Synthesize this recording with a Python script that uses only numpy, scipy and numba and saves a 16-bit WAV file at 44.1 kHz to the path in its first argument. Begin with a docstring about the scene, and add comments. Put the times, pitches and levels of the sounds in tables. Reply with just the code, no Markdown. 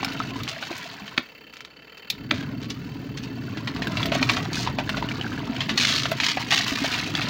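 """Small top-loading washing machine, from above its open plastic tub.

The pulsator beats air pockets into a deep rumble; soapy waves slap the wall, gurgle and break into spray.
A clockwork timer rattles throughout. It cuts the motor, the water settles,
then it clicks the motor on and the drive knocks."""
import sys
import numpy as np
from scipy import signal
from scipy.fft import rfft, irfft
from scipy.io import wavfile
from scipy.ndimage import uniform_filter1d, map_coordinates
from numba import njit

SR = 44100
rng = np.random.default_rng(int(sys.argv[2]) if len(sys.argv) > 2 else 0)


def to_wav(sig):
    """Store sig (one row per channel, or 1-D mono) as 16-bit WAV at the path in sys.argv[1].

    Samples outside -1..1 are clipped; the rate is SR.
    """
    pcm = np.clip(np.atleast_2d(sig), -1, 1) * 32767
    pcm = np.round(pcm).astype(np.int16)
    wavfile.write(sys.argv[1], SR, pcm.T)  # frames by channels


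N = 321489
T = np.arange(N) / SR
MOTOR_OFF_S, STOPPED_S, MOTOR_ON_S = 0.434, 1.17, 2.101
RUN_DOWN_S, SPIN_UP_S = 0.069, 0.24


# rumble spectrum (frequency [Hz], gain [dB])
RUMBLE_SPECTRUM = [(18, -38), (30, -51.5), (124, -2.5), (199, -4.5), (272, 3.5), (387, -8.5), (428, -4),
                   (467, -12.5), (543, -8), (600, -8), (780, -64), (1320, -120)]
# motor hum (frequency [Hz], level re rumble [dB])
HUM_PARTIALS = [(55, -22), (120, -14.5), (270, -17.5), (428, -24.5)]
# load of the clothes on the running pulsator (time [s], level [dB])
CLOTHES_LOAD = [(0, -34.5), (2.35, -30.5), (2.85, -34.5), (3.6, -32), (4.15, -26.5), (4.5, -30),
                (6.1, -31.5), (6.3, -36.5), (6.6, -34), (6.93, -35.5), (7.1, -30.5)]

def pulsator(run_down_db=-9, coast_db_per_s=-11, spin_up_db=-14.5):
    """The pulsator beats large air pockets under water; the loaded motor hums while it has power."""
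    pockets = bubbles(44.1, 506, cycles=9.8, spread_db=1.0, glide=0.028, count=3600)
    rumble = steady(colour(pockets, RUMBLE_SPECTRUM), size=3000)
    hum = sum(undb(db + 4.2 * walk(9.9)) * np.sqrt(2) * np.sin(2 * np.pi * hz * T + 1.68 * walk(9))
              for hz, db in HUM_PARTIALS)
    cut = ramp(MOTOR_OFF_S, RUN_DOWN_S) ** 2
    coast_db = run_down_db * cut + coast_db_per_s * np.maximum(T - MOTOR_OFF_S, 0)
    coasting = undb(coast_db) * (1 - ramp(STOPPED_S, RUN_DOWN_S))
    starting = undb(spin_up_db * (1 - ramp(MOTOR_ON_S, SPIN_UP_S))) * ramp(MOTOR_ON_S, 0.024)
    return undb(curve(CLOTHES_LOAD)) * ((coasting + starting) * rumble + (1 - cut + starting) * hum)


# big air pockets (time [s], level [dB], pitch [Hz])
AIR_GULPS = [(0.707, -26.5, 340), (1.018, -32, 201), (5.496, -23, 234), (5.711, -20.5, 215),
             (6.719, -19, 270), (6.818, -19.5, 268)]

def gulps(gain_db=3):
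    """The clothes drag down single big pockets of air, which boom."""
    s, db, hz = np.array(AIR_GULPS, float).T.copy()
    booms = ring(s * SR, hz, cycles=np.full(len(s), 26.0), sizes=undb(db + gain_db), glide=0.05)
    return colour(booms, [(330, -1), (900, -11)])


# waves on the wall (time [s], level [dB], air pocket [Hz], burst t60 [s])
WAVE_SLAPS = [(0.03, -14, 1115, 0.051), (0.047, -15, 5200, 0.022), (0.202, -13, 1266, 0.012),
              (0.478, -19, 3090, .04), (0.626, -19, 1500, 0.087), (0.713, -22.5, 680, 0.034),
              (1.079, -25.5, 3080, 0.063), (2.427, -28.5, 1630, 0.086), (3.572, -23.5, 1400, 0.084),
              (3.674, -17.5, 1900, 0.086), (3.821, -17, 1850, 0.076), (3.871, -16, 1570, 0.037),
              (3.971, -15, 2760, .1), (4.03, -13.5, 3390, 0.024), (4.057, -16.5, 2900, .06),
              (4.119, -11.5, 630, 0.12), (4.153, -12.5, 662, 0.077), (4.228, -7.5, 2450, .028),
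              (4.291, -13, 2580, .06), (4.296, -6, 2640, .04), (4.674, -13, 1023, .05),
              (4.786, -11.5, 680, 0.097), (4.893, -12, 1820, 0.042), (4.97, -18, 1130, 0.075),
              (5.025, -14.5, 977, 0.015), (5.088, -21, 2880, 0.017), (5.115, -19.5, 2330, 0.033),
              (5.212, -18, 2990, 0.0097), (5.606, -13.5, 3240, 0.15), (5.693, -12.5, 2520, 0.15),
              (6.055, -12, 1415, 0.053), (6.117, -12.5, 643, 0.083), (6.201, -9.5, 2460, 0.034),
              (6.235, -11, 2410, 0.031), (6.372, -11, 720, 0.047), (6.507, -18, 3300, 0.065),
              (6.521, -7.5, 1970, 0.072), (6.597, -30, 3000, .05), (6.665, -21, 2620, 0.04),
              (6.844, -13.5, 680, 0.093), (6.941, -15, 2460, .12), (7.152, -11, 3390, .034),
              (7.216, -16.5, 2640, .15)]

def slaps(column_hz=660, crest_db=8, size=8192):
    """A wave hits the wall in a burst of impacts and traps a pocket of air that rings."""
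    out, t = np.zeros(N), T[:size]
    impacts = drops(4000, 1.8)
    for k, (s, db, hz, t60) in enumerate(list(WAVE_SLAPS) + lapping(count=40)):
        burst = attack(impacts[k * size // 2:][:size] * fade(t60))
        burst[0] = 9  # first contact
        # deep pockets stir the tub's air column; higher ones throw more spray
        octaves = np.log2(hz / column_hz)
        hollow_db, spray_db = 1.5 - 4 * octaves, -22 + 3 * octaves
        burst = colour(burst, [
            (60, hollow_db - 36), (220, hollow_db - 9), (470, hollow_db - 14), (650, hollow_db + 4),
            (830, hollow_db + 0.5), (980, -0.23), (1300, -2.1), (2500, 0.7), (4200, spray_db + 14.5),
            (6500, spray_db - 0.5), (8500, spray_db - 15.5), (15000, spray_db - 22.5)])
        pocket = np.sin(2 * np.pi * hz * t * (1 + 1.3 * t)) * (fade(0.0063 + 20 / hz) - fade(0.0014))
        plop_db = np.clip(-5 * np.log2(max(t60 * hz, 1) / 70), -5, 7)  # brief and deep: a clean plop
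        add(out, s, undb(db - crest_db) * attack(attack(burst) + undb(plop_db) * attack(pocket)))
    return out


# strength of the sloshing (time [s], gurgle [dB], foam [dB])
SLOSH_LEVELS = [(0.0, -40.5, -39.5), (0.36, -45.5, -43.5), (0.73, -44, -38.5), (1.32, -53, -55),
                (1.91, -47.5, -57), (2.52, -46, -55), (2.8, -53, -55), (3.57, -47, -50.5), (3.96, -39, -41),
                (4.16, -32, -29), (4.55, -39, -42), (5.62, -41.5, -43.5), (5.85, -42, -29.5),
                (6.29, -40.5, -34), (6.68, -40, -29), (7.29, -38.5, -33)]
# gurgle spectrum (frequency [Hz], gain [dB])
GURGLE_SPECTRUM = [(300, -30), (500, -21.5), (670, 1), (820, -8), (1000, 2), (1200, -1.5), (1500, 0.5),
                   (2200, -4), (3200, -50), (6000, -50)]
# spray spectrum (frequency [Hz], gain [dB])
SPRAY_SPECTRUM = [(500, -21), (1200, -8), (1800, -6.5), (2500, -5), (4200, -4.5), (5200, -8), (6400, -11.5),
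                  (7800, -22.5), (10000, -27.5), (13500, -34), (16000, -21)]

def surface(lap_s=0.3386, crest_s=4.22, crest_db=1, still_db=-14, settle_s=0.29):
    """Bubbles gurgle and foam fizzes; the harder the waves break, the more bursts of drops stand out."""
    calm_db = still_db * (ramp(STOPPED_S, settle_s) - ramp(MOTOR_ON_S, SPIN_UP_S))
    lift_db = crest_db * np.cos(2 * np.pi * (T - crest_s) / lap_s)  # a wave circles the tub
    gurgle_db = curve(SLOSH_LEVELS) + calm_db
    foam_db = curve(SLOSH_LEVELS, column=2) + calm_db + lift_db
    breaking = np.clip((foam_db + 57.5) / 14, .05, 1)
    bursts = splatter(160, 1.6, t60=0.029)
    bubbling = unit(bubbles(438, 2430, cycles=20.4, spread_db=4.0, glide=0.42, count=4000))
    churn = 1.4 * bubbling + bursts * unit(drops(2500, 1.3))
    gurgle = steady(colour(breaking * churn + .45 * rng.standard_normal(N), GURGLE_SPECTRUM))
    fizz = unit(bubbles(1600, 4670, cycles=12.0, spread_db=4.5, glide=0.15, count=5000))
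    crackle = bursts * unit(drops(3500, 0.91)) + 0.54 * fizz
    foam = steady(colour(breaking * crackle + 0.34 * rng.standard_normal(N), SPRAY_SPECTRUM))
    return undb(gurgle_db + 1) * gurgle + undb(foam_db + 0.5) * foam


def lapping(count, threshold_db=-46, over_gurgle_db=18, scatter_db=3, lowest_hz=950, mid_t60_s=0.055):
    """Random lesser slaps while the pulsator turns and the gurgle is loud; rows as in WAVE_SLAPS."""
    when, strength, pitch, length = rng.random((count, 4)).T
    s = (np.arange(count) + when) / count * T[-1]
    gurgle_db = np.interp(s, T, curve(SLOSH_LEVELS) + 2 * draw_back_db())
    db = gurgle_db + over_gurgle_db + scatter_db * (2 * strength - 1)
    rows = np.column_stack([s, db, lowest_hz * 2 ** (2 * pitch), mid_t60_s * 2 ** (3 * length - 2)])
    turning = (s < STOPPED_S) | (s > MOTOR_ON_S + SPIN_UP_S)
    return list(rows[turning & (gurgle_db > threshold_db)])


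def draw_back_db(heavy_db=-13, lead_s=0.08, rush_s=0.024, depth_db=-5.5):
    """A lull as the water pulls away from the wall before each heavy slap or sheet."""
    landings = [row[0] for row in WAVE_SLAPS if row[1] > heavy_db] + [row[0] for row in WATER_SHEETS]
    lulls = [ramp(s - lead_s, rush_s) - ramp(s - rush_s, rush_s) for s in landings]
    return depth_db * np.max(lulls, axis=0)


# falling sheets of water (time [s], level [dB], pour [s], band centre [Hz])
WATER_SHEETS = [(0.485, -29, .012, 4370), (2.33, -38.5, 0.08, 1810), (2.614, -39.5, 0.034, 1950),
                (2.697, -31, 0.0057, 4180), (3.17, -34, .008, 2650), (3.226, -41, .02, 4000),
                (4.3, -31.5, 0.076, 4400), (4.528, -30.5, .12, 6250), (5.776, -19.5, 0.27, 3460),
                (6.2, -27, .02, 2400), (6.238, -22, .08, 2420), (6.506, -20, 0.099, 3230)]

def sheets(attack_s=0.0014, sag_db_per_s=-33.5, t60_s=0.097, size=22050):
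    """Thrown water lands at once, pours on as a thinning patter and dies; finer drops sound brighter."""
    out, t = np.zeros(N), T[:size]
    big_drops = unit(drops(150, 1.4))
    small_drops = unit(drops(4000, 2.2) * (splatter(160, 3, t60=.022) + .2))
    patter = steady(colour(small_drops + .6 * big_drops, SPRAY_SPECTRUM), size=1500)
    for s, db, pour_s, hz in WATER_SHEETS:
        landing = patter[int(s * SR):][:size]
        landing = unit(resonance(landing, hz, min(1.76 * hz, 9000)) + 0.25 * landing)
        release = np.exp(-np.log(1000) * np.maximum(t - pour_s, 0) / t60_s)
        add(out, s, undb(db + sag_db_per_s * t) * np.minimum(t / attack_s, 1) * release * landing)
    return out


# flicked droplets (time [s], level [dB])
DROPLET_SPITS = [(0.046, -25), (0.1326, -38), (0.778, -30), (3.871, -32), (4.057, -28), (4.3136, -33),
                 (4.8933, -32), (5.6924, -39), (6.1153, -26)]
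# droplet spectrum (frequency [Hz], gain [dB])
SPIT_SPECTRUM = [(3000, -31), (7000, -1), (9500, -5), (13000, -6), (16000, 0)]

def spits(gain_db=-10, t60_s=0.044):
    """Tiny drops flicked out of the tub break in a short, very high hiss."""
    out = np.zeros(N)
    for s, db in DROPLET_SPITS:
        add(out, s, undb(db + gain_db) * noise_hit(t60_s, SPIT_SPECTRUM))
    return out


# knocks on the body (time [s], level [dB], thump re clack [dB])
BODY_KNOCKS = [(1.1773, -17.5, -6.5), (1.18, -15.5, -16), (1.5365, -43, -25), (1.5683, -41, -29),
               (1.606, -35.5, -32), (1.649, -38.5, -27), (1.977, -50, -18), (2.3092, -21, -8),
               (2.3117, -14, -1.5)]
# plastic body modes (frequency [Hz], level [dB], t60 [s])
BODY_MODES = [(755, -29, 0.028), (1050, -9.5, 0.0071), (1337, -9, 0.023), (1800, -1.5, 0.0064),
              (2300, -6, 0.016), (2530, -8, 0.015), (3220, -0.5, 0.0053), (3750, -0.5, 0.0048),
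              (4620, -6.5, 0.0048), (6530, -24, 0.0092)]

def knocks(full_force_db=-16.5, size=8192):
    """The plastic body clacks and cracks, with a late thump from the filled tub."""
    out, t = np.zeros(N), T[:size]
    clack = attack(sum((-1) ** k * undb(db) * fade(t60) * np.sin(2 * np.pi * hz * t)
                       for k, (hz, db, t60) in enumerate(BODY_MODES)))
    thump_spectrum = [(60, -30), (140, -9), (280, 3), (380, -19), (600, -11), (2000, -58)]
    for s, db, thump_db in BODY_KNOCKS:
        thump = unit(colour(rng.standard_normal(size), thump_spectrum)) * (fade(0.093) - fade(0.016))
        crack_db = -18 + 0.65 * (full_force_db - db)  # lighter knocks are thinner and brighter
        crack = noise_hit(0.052, SPRAY_SPECTRUM)
        add(out, s, undb(db) * (clack + undb(crack_db) * crack + undb(thump_db) * thump))
    return out


# contact snap spectrum (frequency [Hz], gain [dB])
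CONTACT_SPECTRUM = [(200, -25), (750, -20), (1400, -26), (2300, -4), (3000, -10), (3950, 3), (5000, -10),
                    (6300, -14), (8500, -25), (13000, -21), (16000, -23)]

def contacts(open_db=-31.5, close_db=-18.5, t60_s=0.04):
    """The timer contacts snap open to cut the motor and shut to restart it."""
    out = np.zeros(N)
    for s, db in (MOTOR_OFF_S, open_db), (MOTOR_ON_S, close_db):
        add(out, s, undb(db) * noise_hit(t60_s, CONTACT_SPECTRUM))
    return out


# escapement progress (time [s], swings completed [count])
ESCAPEMENT_SWINGS = [(0, 0), (1.165, 21), (1.348, 24), (1.819, 32), (2.121, 38), (2.74, 49), (3.189, 58),
                     (7.3, 133)]
# timer housing modes (frequency [Hz], width [Hz], level [dB])
HOUSING_MODES = [(452, 62, -1.5), (930, 120, -7.5), (1370, 88, -2.5), (1725, 130, -3), (2130, 350, -4),
                 (2675, 43, 6.5), (2963, 51, -1.5), (3110, 36, 3), (3600, 580, -16), (4496, 160, 0),
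                 (4640, 320, -7.5), (7250, 740, -23.5)]
# timer housing, heard from nearer and farther (time [s], level [dB])
HOUSING_LEVELS = [(0, -42), (1.3, -48.5), (2.05, -45.5), (2.4, -49), (3.0, -49.5), (7.3, -42.5)]

def timer(hiss_db=-59.5, hand_s=1.71, hand_width_s=0.18, hand_housing_db=-4, hand_hiss_db=-13):
    """Each tick and tock sets the escapement chattering in its housing, with a thin, very high hiss."""
    swing = curve(ESCAPEMENT_SWINGS) % 1
    tick = np.interp(swing, [0, .02, .22, .34, .45], [0, 0.97, 0.76, 0.024, 0])
    tock = np.interp(swing, [.48, .5, .64, .74, 1], [0.0077, 0.86, 0.81, 0.014, 0])
    chatter = (tick + tock) * (rng.standard_normal(N) + 0.41 * unit(drops(900, 5.1)))
    housing = sum((-1) ** k * undb(db) * resonance(chatter, hz, width_hz)
                  for k, (hz, width_hz, db) in enumerate(HOUSING_MODES))
    housing = colour(housing, [(4800, 5), (5500, -1), (7300, 1.5), (8000, -13), (11800, -15),
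                               (12500, -2), (14000, -2)])
    high_hiss = colour(chatter, [(11000, -43), (13800, -16), (14500, -12), (15000, -6), (15350, -1),
                                 (15800, -5.5)])  # the microphone's treble resonance
    shade = np.exp(-((T - hand_s) / hand_width_s) ** 2)  # a passing hand shades the timer
    return (undb(curve(HOUSING_LEVELS) + hand_housing_db * shade) * unit(housing)
            + undb(hiss_db + hand_hiss_db * shade) * unit(high_hiss))


# paths off the tub walls (delay [s])
WALL_DELAYS_S = [0.0013, 0.0022, 0.0031, 0.0046]

def tub_reflections(x, level_db=-7, heave=0.1462):
    """The walls throw the water sounds back; the heaving water keeps changing the paths."""
    delays_s = [path_s * (1 + heave * walk(5)) for path_s in WALL_DELAYS_S]
    bounces = sum(map_coordinates(x, [(T - s) * SR], order=3) for s in delays_s)
    return undb(level_db) * bounces / np.sqrt(len(delays_s))


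def room_reflections(x, t60_s=0.2, level_db=-14.5, delay_s=0.0036, size=22050):
    """A small room returns dense reflections that start after a short delay and lose their top."""
    tail = rng.standard_normal(size) * fade(t60_s, size) * (T[:size] > delay_s)
    tail = unit(colour(tail, [(4500, 6), (12000, -3.5)]))
    return undb(level_db) * signal.fftconvolve(x, tail / np.sqrt(2 * size))[:N]


# room noise spectrum (frequency [Hz], gain [dB])
ROOM_SPECTRUM = [(30, -15), (90, 3), (170, 8), (290, 10.5), (370, 2.5), (440, 9.5), (700, -2), (1300, -16),
                 (2500, -23), (4500, -11), (8300, -33), (16000, -27)]

def background(noise_db=-54, mains_db=-67, mains_hz=60):
    """Faint room noise and mains hum."""
    noise = unit(colour(rng.standard_normal(N), ROOM_SPECTRUM))
    return undb(noise_db) * noise + undb(mains_db) * np.sin(2 * np.pi * mains_hz * T)


def bubbles(low_hz, high_hz, cycles, spread_db, glide, count):
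    """A cloud of bubbles of random size, timing and life."""
    when, pitch, life, size, sign = rng.random((count, 5)).T
    hz = low_hz * (high_hz / low_hz) ** pitch
    sizes = np.sign(sign - .5) * undb(-spread_db * np.log(np.maximum(size, .01)))
    return ring(when * N, hz, cycles * (.5 + life), sizes, float(glide))


@njit
def ring(starts, hz, cycles, sizes, glide):
    """Each bubble is a fading sine whose pitch rises as it nears the surface."""
    out = np.zeros(N)
    for k in range(len(starts)):
        length, phase = cycles[k] * SR / hz[k], 0.
        for i in range(min(int(length), N - int(starts[k]))):
            phase += 2 * np.pi * hz[k] / SR * (1 + glide * i / length)
            out[int(starts[k]) + i] += sizes[k] * np.exp(-6 * i / length) * np.sin(phase)
    return out


def drops(per_s, spread_db):
    """Random impacts: many small, a few large."""
    hit = rng.random(N) < per_s / SR
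    return hit * rng.choice([-1, 1], N) * undb(spread_db * np.minimum(rng.exponential(size=N), 5))


def splatter(per_s, spread_db, t60):
    """Envelope of water breaking in little bursts: each leaps up and dies away."""
    power = signal.fftconvolve(drops(per_s, spread_db) ** 2, fade(t60, size=2048) ** 2)[:N]
    return unit(np.sqrt(np.abs(power)))


def noise_hit(t60, spectrum, size=8192):
    """A fading burst of coloured noise."""
    return attack(colour(rng.standard_normal(size) * fade(t60, size), spectrum))


def colour(x, points, size=4096):
    """Minimum-phase filter through (frequency [Hz], gain [dB]) points."""
    hz, db = np.transpose(points)
    gain = undb(np.interp(np.log(np.arange(size // 2 + 1) * SR / size + 1), np.log(hz), db))
    cepstrum = irfft(np.log(gain))
    cepstrum[1:size // 2] *= 2
    cepstrum[size // 2 + 1:] = 0
    return signal.fftconvolve(x, irfft(np.exp(rfft(cepstrum))))[:len(x)]


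def resonance(x, hz, width_hz):
    """Two-pole band-pass, gain 1 at the centre."""
    return signal.lfilter(*signal.iirpeak(min(hz, SR / 2 - 1000), hz / width_hz, fs=SR), x)


def walk(rate_hz):
    """Smooth random drift, rms 1."""
    hold = int(SR / rate_hz)
    steps = np.repeat(rng.standard_normal(N // hold + 1), hold)
    return unit(uniform_filter1d(uniform_filter1d(steps, hold), hold)[:N])


def steady(x, size=4000):
    """Even out the slow level, keeping fine spikes."""
    return x / np.sqrt(np.abs(uniform_filter1d(x ** 2, size)) + 1e-9)


def attack(x, size=256):
    """Scale a hit to rms 1 over its first milliseconds."""
    return x / np.sqrt(np.mean(x[:size] ** 2) + 1e-20)


def unit(x):
    """Scale to rms 1."""
    return x / np.sqrt(np.mean(x ** 2) + 1e-20)


def undb(db):
    """Decibels to gain."""
    return 10 ** (np.asarray(db) / 20)


def curve(rows, column=1):
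    """One table column, interpolated over time."""
    rows = np.array(rows)
    return np.interp(T, rows[:, 0], rows[:, column])


def ramp(start_s, length_s):
    """Linear rise from 0 to 1."""
    return np.clip((T - start_s) / max(length_s, 1e-4), 0, 1)


def fade(t60, size=8192):
    """Exponential decay."""
    return np.exp(-np.log(1000) * T[:size] / max(t60, 1e-3))


def add(out, s, x):
    """Mix x in at time s."""
    i = max(int(s * SR), 0)
    out[i:i + len(x)] += x[:max(N - i, 0)]


def scene():
    """Water bounces round the tub, then echoes in the room with knocks and timer; the rest stays dry."""
    water = surface() * undb(draw_back_db()) + slaps() + sheets() + spits()
    near = water + tub_reflections(water) + knocks() + contacts() + timer()
    return (near + room_reflections(near) + pulsator() + gulps() + background())[None]


# microphone response (frequency [Hz], gain [dB])
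MIC_RESPONSE = [(6000, -0.5), (7200, 1), (8200, -1.5), (12000, -2), (14000, 1.5), (14700, 5), (16000, -3)]
BASS_CUT_HZ, TOP_CUT_HZ = 40, 15800

def record(dry):
    """The microphone drops the deepest bass, colours the treble, rounds the peaks and cuts the top."""
    bass_cut = signal.butter(3, BASS_CUT_HZ, "high", fs=SR, output="sos")
    top_cut = signal.ellip(8, .2, 70, TOP_CUT_HZ, fs=SR, output="sos")
    x = colour(signal.sosfilt(bass_cut, dry[0]), MIC_RESPONSE)
    return signal.sosfilt(top_cut, np.tanh(x))[None]


dry = scene()
out = record(dry)
to_wav(out)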